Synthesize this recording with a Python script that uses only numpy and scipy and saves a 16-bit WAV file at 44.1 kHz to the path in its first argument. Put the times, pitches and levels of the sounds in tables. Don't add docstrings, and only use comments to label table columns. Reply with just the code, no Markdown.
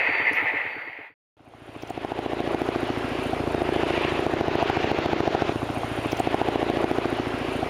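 import sys
import numpy as np
from scipy import signal
from scipy.io import wavfile
from scipy.ndimage import uniform_filter1d

SR = 44100
rng = np.random.default_rng(int(sys.argv[2]) if len(sys.argv) > 2 else 0)


def volts_from_db(level):
    exponent = np.asarray(level, float) / 20
    return 10 ** exponent


def file_out(sig):
    cols = np.atleast_2d(sig).T
    lim = np.clip(cols, -1, 1)
    pcm = np.round(lim * 32767).astype(np.int16)
    wavfile.write(sys.argv[1], SR, pcm)


N = 339129

# f/Hz, level/dB per Hz
FAR_COLOUR = [(30, -59.5), (100, -21), (197, -28), (300, -16), (460, -11.5), (510, -10.5), (860, -9),
              (1100, -13.5), (1500, -11.5), (2150, -4.5), (3500, -30), (4700, -39), (5300, -54.5),
              (15500, -53.5)]
# from f/Hz, to f/Hz
FAR_BANDS = [(450, 1300), (8500, 15000)]
# f/Hz, width/Hz, level/dB
FAR_HOWL = [(1963, 160, 1), (2130, 110, 0), (2544, 240, -7.5), (1808, 70, -4.5), (2380, 440, -5.5),
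            (890, 120, -10.5)]
# t/s, level/dB
FAR_WHINE = [(0, -58), (.16, -50.5), (.33, -57.5), (.4, -75), (.62, -76), (.72, -61), (.91, -69),
             (.95, -77), (1.14, -89.5)]
# t/s, level/dB
FAR_FADE = [
    (0, 0),
    (.45, -2),
    (.65, -7),
    (.9, -15),
    (1.07, -19),
    (1.14, -42),
]
# t/s, f/Hz, level/dB
BIRD = [
    (3.5, 3830, -75),
    (3.53, 3810, -49),
    (3.6, 3700, -46),
    (3.63, 3710, -70),
]
# t/s, level/dB, f/Hz, length/s
RUSTLES = [
    (.332, -42.5, 10160, 0.0019),
    (0.316, -56.5, 5550, .05),
    (0.33, -60.5, 12300, .05),
    (0.392, -67, 12600, .07),
    (6.1156, -39, 5670, 0.01),
    (6.169, -41, 6130, 0.0058),
    (6.193, -36.5, 8070, 0.0079),
]
# f/Hz, level/dB per Hz
TWIN_COLOUR = [(26, -42), (112, -15), (232, -2), (382, -3), (522, -0.5), (722, 0), (1010, -7), (1620, -13),
               (2650, -16), (4250, -24), (6250, -32.5), (8050, -34.5), (10500, -43), (15400, -65)]
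# from f/Hz, to f/Hz
TWIN_BANDS = [(300, 1000), (1500, 4000), (4500, 7300), (8500, 13000)]
# t/s, turbine roar level/dB, rush of air level/dB
ENGINE = [(1.24, -42, -59.5), (1.68, -38, -56.5), (1.93, -33.5, -57.5), (2.11, -34, -59.5),
          (2.37, -35.5, -61), (2.6, -36, -58.5), (2.9, -36, -65), (3.26, -37.5, -57), (3.54, -39.5, -62),
          (3.74, -33, -58), (4.05, -28.5, -60), (4.28, -37.5, -61.5), (4.45, -36, -70), (4.63, -29.5, -67),
          (4.84, -30, -68), (5.1, -34, -73), (5.32, -34, -70), (5.52, -33.5, -61.5)]
HUM_ORDERS = [4, 6, 8, 11]
# level before the turn/dB, level after/dB, share of the rear loading
HUM = [(-38.5, -37.5, 0.39), (-49.5, -34, 0.43), (-45, -64, 0.012), (-58.5, -43.5, 0.032)]
# count of passes, spacing/ms
PERIODS = [
    (8, 71.49),
    (16, 71.21),
    (11, 71.67),
    (6, 71.83),
    (18, 72.245),
]
# t/s, front slap level/dB, thump level/dB, rear answer level/dB, tip crack level/dB
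LOADING = [(1.26, -9, -21, -39.5, -49), (1.66, -12, -32, -31.5, -50), (1.8, -8, -18, -39, -36),
           (2.0, -6, -18, -27, -38), (2.3, -6.5, -29, -22.5, -37.5), (2.55, -6, -34, -23.5, -34.5),
           (2.68, -6.5, -40, -27, -36.5), (2.88, -8.5, -40, -32, -48), (3.0, -12.5, -30, -29.5, -45.5),
           (3.26, -16, -22, -28.5, -47.5), (3.55, -9.5, -14, -24, -43.5), (3.8, -6.5, -20, -21.5, -41.5),
           (4.12, -12, -14, -25, -45), (4.3, -4.5, -16, -25.5, -37), (4.68, -8.5, -11.5, -21.5, -33.5),
           (4.8, -6, -7, -23.5, -39), (5.13, -5.5, -19, -21, -34.5), (5.5, -7.5, -9, -25.5, -47.5)]
# slap/dB, thump/dB, rear/dB, crack/dB, flutter/dB
SCATTER_DB = (.6, 2.5, 1.2, 2, 2.5)
# t/s, level/dB, width/s
VORTEX_HITS = [
    (1.91, -9, .05),
    (2.08, -9, .2),
    (3.33, -11.5, .05),
    (2.54, -15, 0.12),
    (4.67, -5, .11),
    (5.35, -7.5, 0.18),
]
# f/Hz, width/Hz, depth 0-1
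NOTCHES = [(191.8, 31, 1), (7930, 1100, 0.96)]

FAR_END_S, TWIN_START_S = 1.14, 1.368
ROUND_FROM_S, ROUND = 1.23, 189452
TURN_START_S, TURN_END_S = 2.94, 3.6
PASS_MS = np.arange(-25, 25, 1000 / SR)


def evened(x):
    return x / np.sqrt(np.mean(x ** 2) + 1e-20)


def read(points, hz):
    f, value = np.transpose(points)
    return np.interp(np.log(hz + 1), np.log(f + 1), value)


def curves(rows, t):
    s, *columns = np.transpose(rows)
    return [np.interp(t, s, c) for c in columns]


def add(mix, s, sound):
    part = mix[round(s * SR):][:len(sound)]
    part += sound[:len(part)]


def band(x, hz, width):
    b, a = signal.iirpeak(hz, hz / width, SR)
    once = signal.lfilter(b, a, x)
    return evened(signal.lfilter(b, a, once))


def bump(x, centre, width):
    return np.exp(-((x - centre) / width) ** 2)


def air_noise(count, colour, bands, levels_db, patchy_db):
    hz = np.fft.rfftfreq(1024, 1 / SR)
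    a, b, patches = rng.standard_normal((count // 256 + 5, 513, 3)).T
    patches = evened(uniform_filter1d(uniform_filter1d(patches, 10, 0), 10, 1))
    shape_db = read(colour, hz)
    own_db = [10 * np.log10(np.sum(volts_from_db(2 * shape_db)[(hz > lo) & (hz < hi)])) for lo, hi in bands]
    frames = np.minimum(np.arange(a.shape[1]) * 256, count - 1)
    lift_db = np.array([level[frames] - own for level, own in zip(levels_db, own_db)])
    centres = np.mean(bands, 1)
    share = np.array([read(list(zip(centres, row)), hz) for row in np.eye(len(bands))])
    z = (a + 1j * b) * volts_from_db(shape_db[:, None] + share.T @ lift_db + patchy_db * patches)
    return np.sqrt(1.5) * signal.istft(z, nperseg=1024, noverlap=768)[1][:count]


def far_howl(t, fade_db):
    throb_db = 7.5 * bump(t, .4, 0.17) * np.cos(2 * np.pi * (t - 0.2826) / .1)
    dulls_db = -43.5
    howl = np.zeros(len(t))
    for hz, width, db in FAR_HOWL:
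        tilt_db = dulls_db * (hz / 1000 - 2) * np.minimum(t - .25, 0)
        howl += volts_from_db(db + tilt_db) * band(rng.standard_normal(len(t)), hz, width)
    gusts = uniform_filter1d(uniform_filter1d(rng.standard_normal(len(t)), size=200), size=200)
    return volts_from_db(-25 + fade_db + throb_db + 1.3 * evened(gusts)) * evened(howl)


def far_beats(count):
    first_s, period_s, passes_heard = .087, .1125, 10
    out = np.zeros(count)
    u = np.arange(2000) / SR
    rise = 1 - np.exp(-u / 0.00092)
    thud = np.sin(2 * np.pi * 105 * u) + 0.67 * np.sin(2 * np.pi * 160 * u)
    thud *= bump(u, 0.014, .012)
    for k, (p, q) in enumerate(rng.random((passes_heard, 2))):
        s = first_s + k * period_s
        faded_db = 0.84 * curves(FAR_FADE, s)[0]
        flap = np.sin(2 * np.pi * (295 * u + p)) + 0.95 * np.sin(2 * np.pi * (440 * u + q))
        add(out, s, volts_from_db(-24 + faded_db - 4 * (k % 2)) * rise * np.exp(-u / 0.0099) * flap)
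        add(out, s + .004, volts_from_db(-41.5 + faded_db) * thud)
    return out


def far_machine():
    t = np.arange(round(FAR_END_S * SR)) / SR
    fade_db, = curves(FAR_FADE, t)
    wash_db, hiss_db = -32 + fade_db, -65 + 0.79 * fade_db
    air = volts_from_db(-2.0) * air_noise(len(t), FAR_COLOUR, FAR_BANDS, (wash_db, hiss_db), patchy_db=1.5)
    whine = np.sqrt(2) * volts_from_db(curves(FAR_WHINE, t)[0]) * np.sin(2 * np.pi * 4572 * t)
    out = far_howl(t, fade_db) + air + whine + far_beats(len(t))
    return np.pad(out, (0, N - len(t)))


def bird(t):
    hz, level_db = curves(BIRD, t)
    singing = (t > BIRD[0][0]) * (t < BIRD[-1][0])
    return volts_from_db(level_db) * np.sin(2 * np.pi * np.cumsum(hz) / SR) * singing


def rustles():
    for s, db, hz, length in RUSTLES:
        raw = rng.standard_normal(4000)
        scrape = band(raw, hz, 2500) + .5 * np.diff(raw, prepend=0)
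        scrape = scrape[1000:1000 + round(length * SR)]
        yield s, volts_from_db(db) * scrape * signal.windows.tukey(len(scrape), .5)


def turned(t):
    return np.clip((t - TURN_START_S) / (TURN_END_S - TURN_START_S), 0, 1)


def passes():
    counts, ms = np.transpose(PERIODS)
    gaps_ms = np.repeat(ms, counts.astype(int))
    return 1.2629 + np.r_[0, np.cumsum(gaps_ms)] / 1000


def blade_turns(t):
    at = passes()
    at = np.r_[2 * at[0] - at[1], at, 2 * at[-1] - at[-2]]
    return np.interp(t, at, np.arange(len(at)))


def engine_and_air(t):
    roar_db, rush_db = curves(ENGINE, t)
    slap_db, _, rear_db, _ = curves(LOADING, t)
    wash_db = -20.5 + 0.38 * slap_db + 0.31 * rear_db
    fizz_db = -45.5 + 0.28 * roar_db + 3 * np.maximum(t - TURN_END_S, 0)
    levels_db = wash_db, roar_db, fizz_db, rush_db
    return volts_from_db(-0.5) * air_noise(ROUND, TWIN_COLOUR, TWIN_BANDS, levels_db, patchy_db=1.5)


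def repeating_wake():
    swirls = [band(rng.standard_normal(9000), 365, 206)[-6400:] * np.hanning(6400) for _ in range(2)]
    out = np.zeros(ROUND)
    for k, s in enumerate(passes()):
        blend = np.pi * k / 45
        churn = np.cos(blend) * swirls[0] + np.sin(blend) * swirls[1]
        add(out, s - ROUND_FROM_S, volts_from_db(0.53 * curves(LOADING, s)[2] - 21.5) * churn)
    return out


def tip_puffs(t):
    rush_db = curves(ENGINE, t)[1]
    halves = 2 * blade_turns(t) - .8 + 1
    uneven_db = 4 * rng.standard_normal(200)[halves.astype(int)]
    hiss = band(rng.standard_normal(len(t)), 9130, 4200)
    return volts_from_db(rush_db + 3.5 + uneven_db) * np.sin(np.pi * halves) ** 6 * hiss


def hum(t):
    turns = blade_turns(t - .0037)
    rear_db = curves(LOADING, t)[2]
    out = np.zeros(len(t))
    for k, (before_db, after_db, share) in zip(HUM_ORDERS, HUM):
        level_db = before_db + (after_db - before_db) * turned(t) + share * rear_db
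        out += np.sqrt(2) * volts_from_db(level_db) * np.cos(2 * np.pi * k * turns)
    return out


def rear_pass(level_db, thump_db):
    ms = PASS_MS
    wave = bump(ms, -2.29, 0.47) - bump(ms, -3.5, 0.47) - 0.43 * bump(ms, -0.59, 0.41)
    wave += 0.086 * band(rng.standard_normal(len(ms)), 385, 640) * bump(ms, -2.3, 4.5)
    wave += 0.29 * np.cos(2 * np.pi * 390 * (ms + 2.23) / 1000) * bump(ms, -1.5, 4.6)
    thump = bump(ms, 0.27, 4.1) - bump(ms, -2.7, 1.6)
    return volts_from_db(level_db + 4.0) * wave + volts_from_db(thump_db - 14) * thump


def front_pass(slap_db, rise, crack_db, thump_db, after_db, before_db, lead):
    ms = PASS_MS
    dip = np.exp(-abs(ms / 0.45) ** 0.82)
    rise = np.clip(rise, .6, 2.1)
    crest = 0.76 / rise * bump(ms, rise, 0.43 * rise) + 0.22 * bump(ms, -2.155, 0.67)
    crack = np.diff(bump(ms, .45, 0.027), prepend=0)
    thump = bump(ms, 3.2, 2.0) - .5 * bump(ms, -.8, 1.6) - .6 * bump(ms, 6.6, 1.6)
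    flutter = band(rng.standard_normal(len(ms)), 684, 590)
    flutter *= volts_from_db(before_db) * bump(ms, -lead, 2.6) + volts_from_db(after_db - 13.5) * bump(ms, 4.8, 3.2)
    wake_hz = 735 * rng.uniform(1.0, 1.05)
    flutter -= volts_from_db(after_db - 4.5) * np.cos(2 * np.pi * wake_hz * ms / 1000) * bump(ms, 2.0, 1.8)
    slap = volts_from_db(slap_db) * (crest - dip)
    return slap + volts_from_db(crack_db + 8.5) * crack + volts_from_db(thump_db - 10.5) * thump + flutter


def rotor_blades():
    blades, moments = np.zeros(ROUND), passes()
    boom = np.cos(2 * np.pi * 242 * (PASS_MS - 5.5) / 1000) * bump(PASS_MS, 6.7, 6.7)
    for s, chance in zip(moments, rng.standard_normal((len(moments), 5)) * SCATTER_DB):
        slap_db, thump_db, rear_db, crack_db = curves(LOADING, s) + chance[:4]
        rise_ms = 0.87 + 0.3 * max(-7 - slap_db, 0) * (1 - turned(s))
        hits_db = [db - 20 * ((s - hit_s) / width) ** 2 for hit_s, db, width in VORTEX_HITS]
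        after_db = max(-35 + chance[4], *hits_db)
        lead_ms = 10.5 + (3.1 - 10.5) * turned(s)
        before_db = -27.5 + (-33.5 + 27.5) * turned(s) + chance[4]
        rear_lag_ms = 38.8 - 2.4 * max(s - 2.75, 0)
        at = s - ROUND_FROM_S - .025
        add(blades, at, front_pass(slap_db, rise_ms, crack_db, thump_db, after_db, before_db, lead_ms))
        add(blades, at, volts_from_db(-25.5) * bump(s, 3.1, 0.58) * boom)
        add(blades, at + rear_lag_ms / 1000, rear_pass(rear_db, thump_db))
    return blades


def ground_echo(blades, noise):
    low_roar = signal.lfilter(*signal.butter(2, 650, fs=SR), noise)
    return np.roll(signal.lfilter([.3], [1, -.7], .5 * blades + 0.19 * low_roar), 116)


def limiter(x, knee_db, share, recovery_db):
    fall = np.arange(len(x)) * recovery_db / SR
    peak_db = np.maximum.accumulate(20 * np.log10(abs(x) + 1e-9) + fall) - fall
    over_db = uniform_filter1d(np.maximum(peak_db - knee_db, 0), size=41)
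    return x / volts_from_db(share * np.roll(over_db, 50))


def twin_rotor():
    t = ROUND_FROM_S + np.arange(ROUND) / SR
    blades = rotor_blades()
    microphone_hiss = volts_from_db(-70) * band(rng.standard_normal(ROUND), 12500, 5000)
    noise = engine_and_air(t) + repeating_wake() + microphone_hiss + tip_puffs(t)
    outdoors = blades + noise + ground_echo(blades, noise)
    heard = signal.lfilter(*signal.butter(2, 72, "high", fs=SR), outdoors)
    heard += hum(t) + bird(t)
    return limiter(heard, knee_db=-14.5, share=0.7, recovery_db=177)


def scene():
    far, twin = far_machine(), twin_rotor()
    for s, sound in rustles():
        if s < ROUND_FROM_S:
            add(far, s, sound)
        else:
            add(twin, s - ROUND_FROM_S - ROUND / SR, sound)
    t = np.arange(N) / SR
    played = twin[(np.arange(N) - round(ROUND_FROM_S * SR)) % ROUND]
    fade_from_s, fade_to_s = 1.088, 3.166
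    fade = .5 - .5 * np.cos(np.pi * np.clip((t - fade_from_s) / (fade_to_s - fade_from_s), 0, 1))
    return (far * (t < FAR_END_S) + played * fade * (t > TWIN_START_S))[None]


def roll_off(x):
    return signal.sosfilt(signal.butter(12, 15780, fs=SR, output="sos"), x)


def record(dry):
    t = np.arange(N) / SR
    for hz, width, depth in NOTCHES:
        dry = dry - np.clip(depth, 0, 1) * signal.lfilter(*signal.iirpeak(hz, hz / width, SR), dry)
    return roll_off(dry * ((t < FAR_END_S) | (t > TWIN_START_S)))


dry = scene()
out = record(dry)
file_out(out)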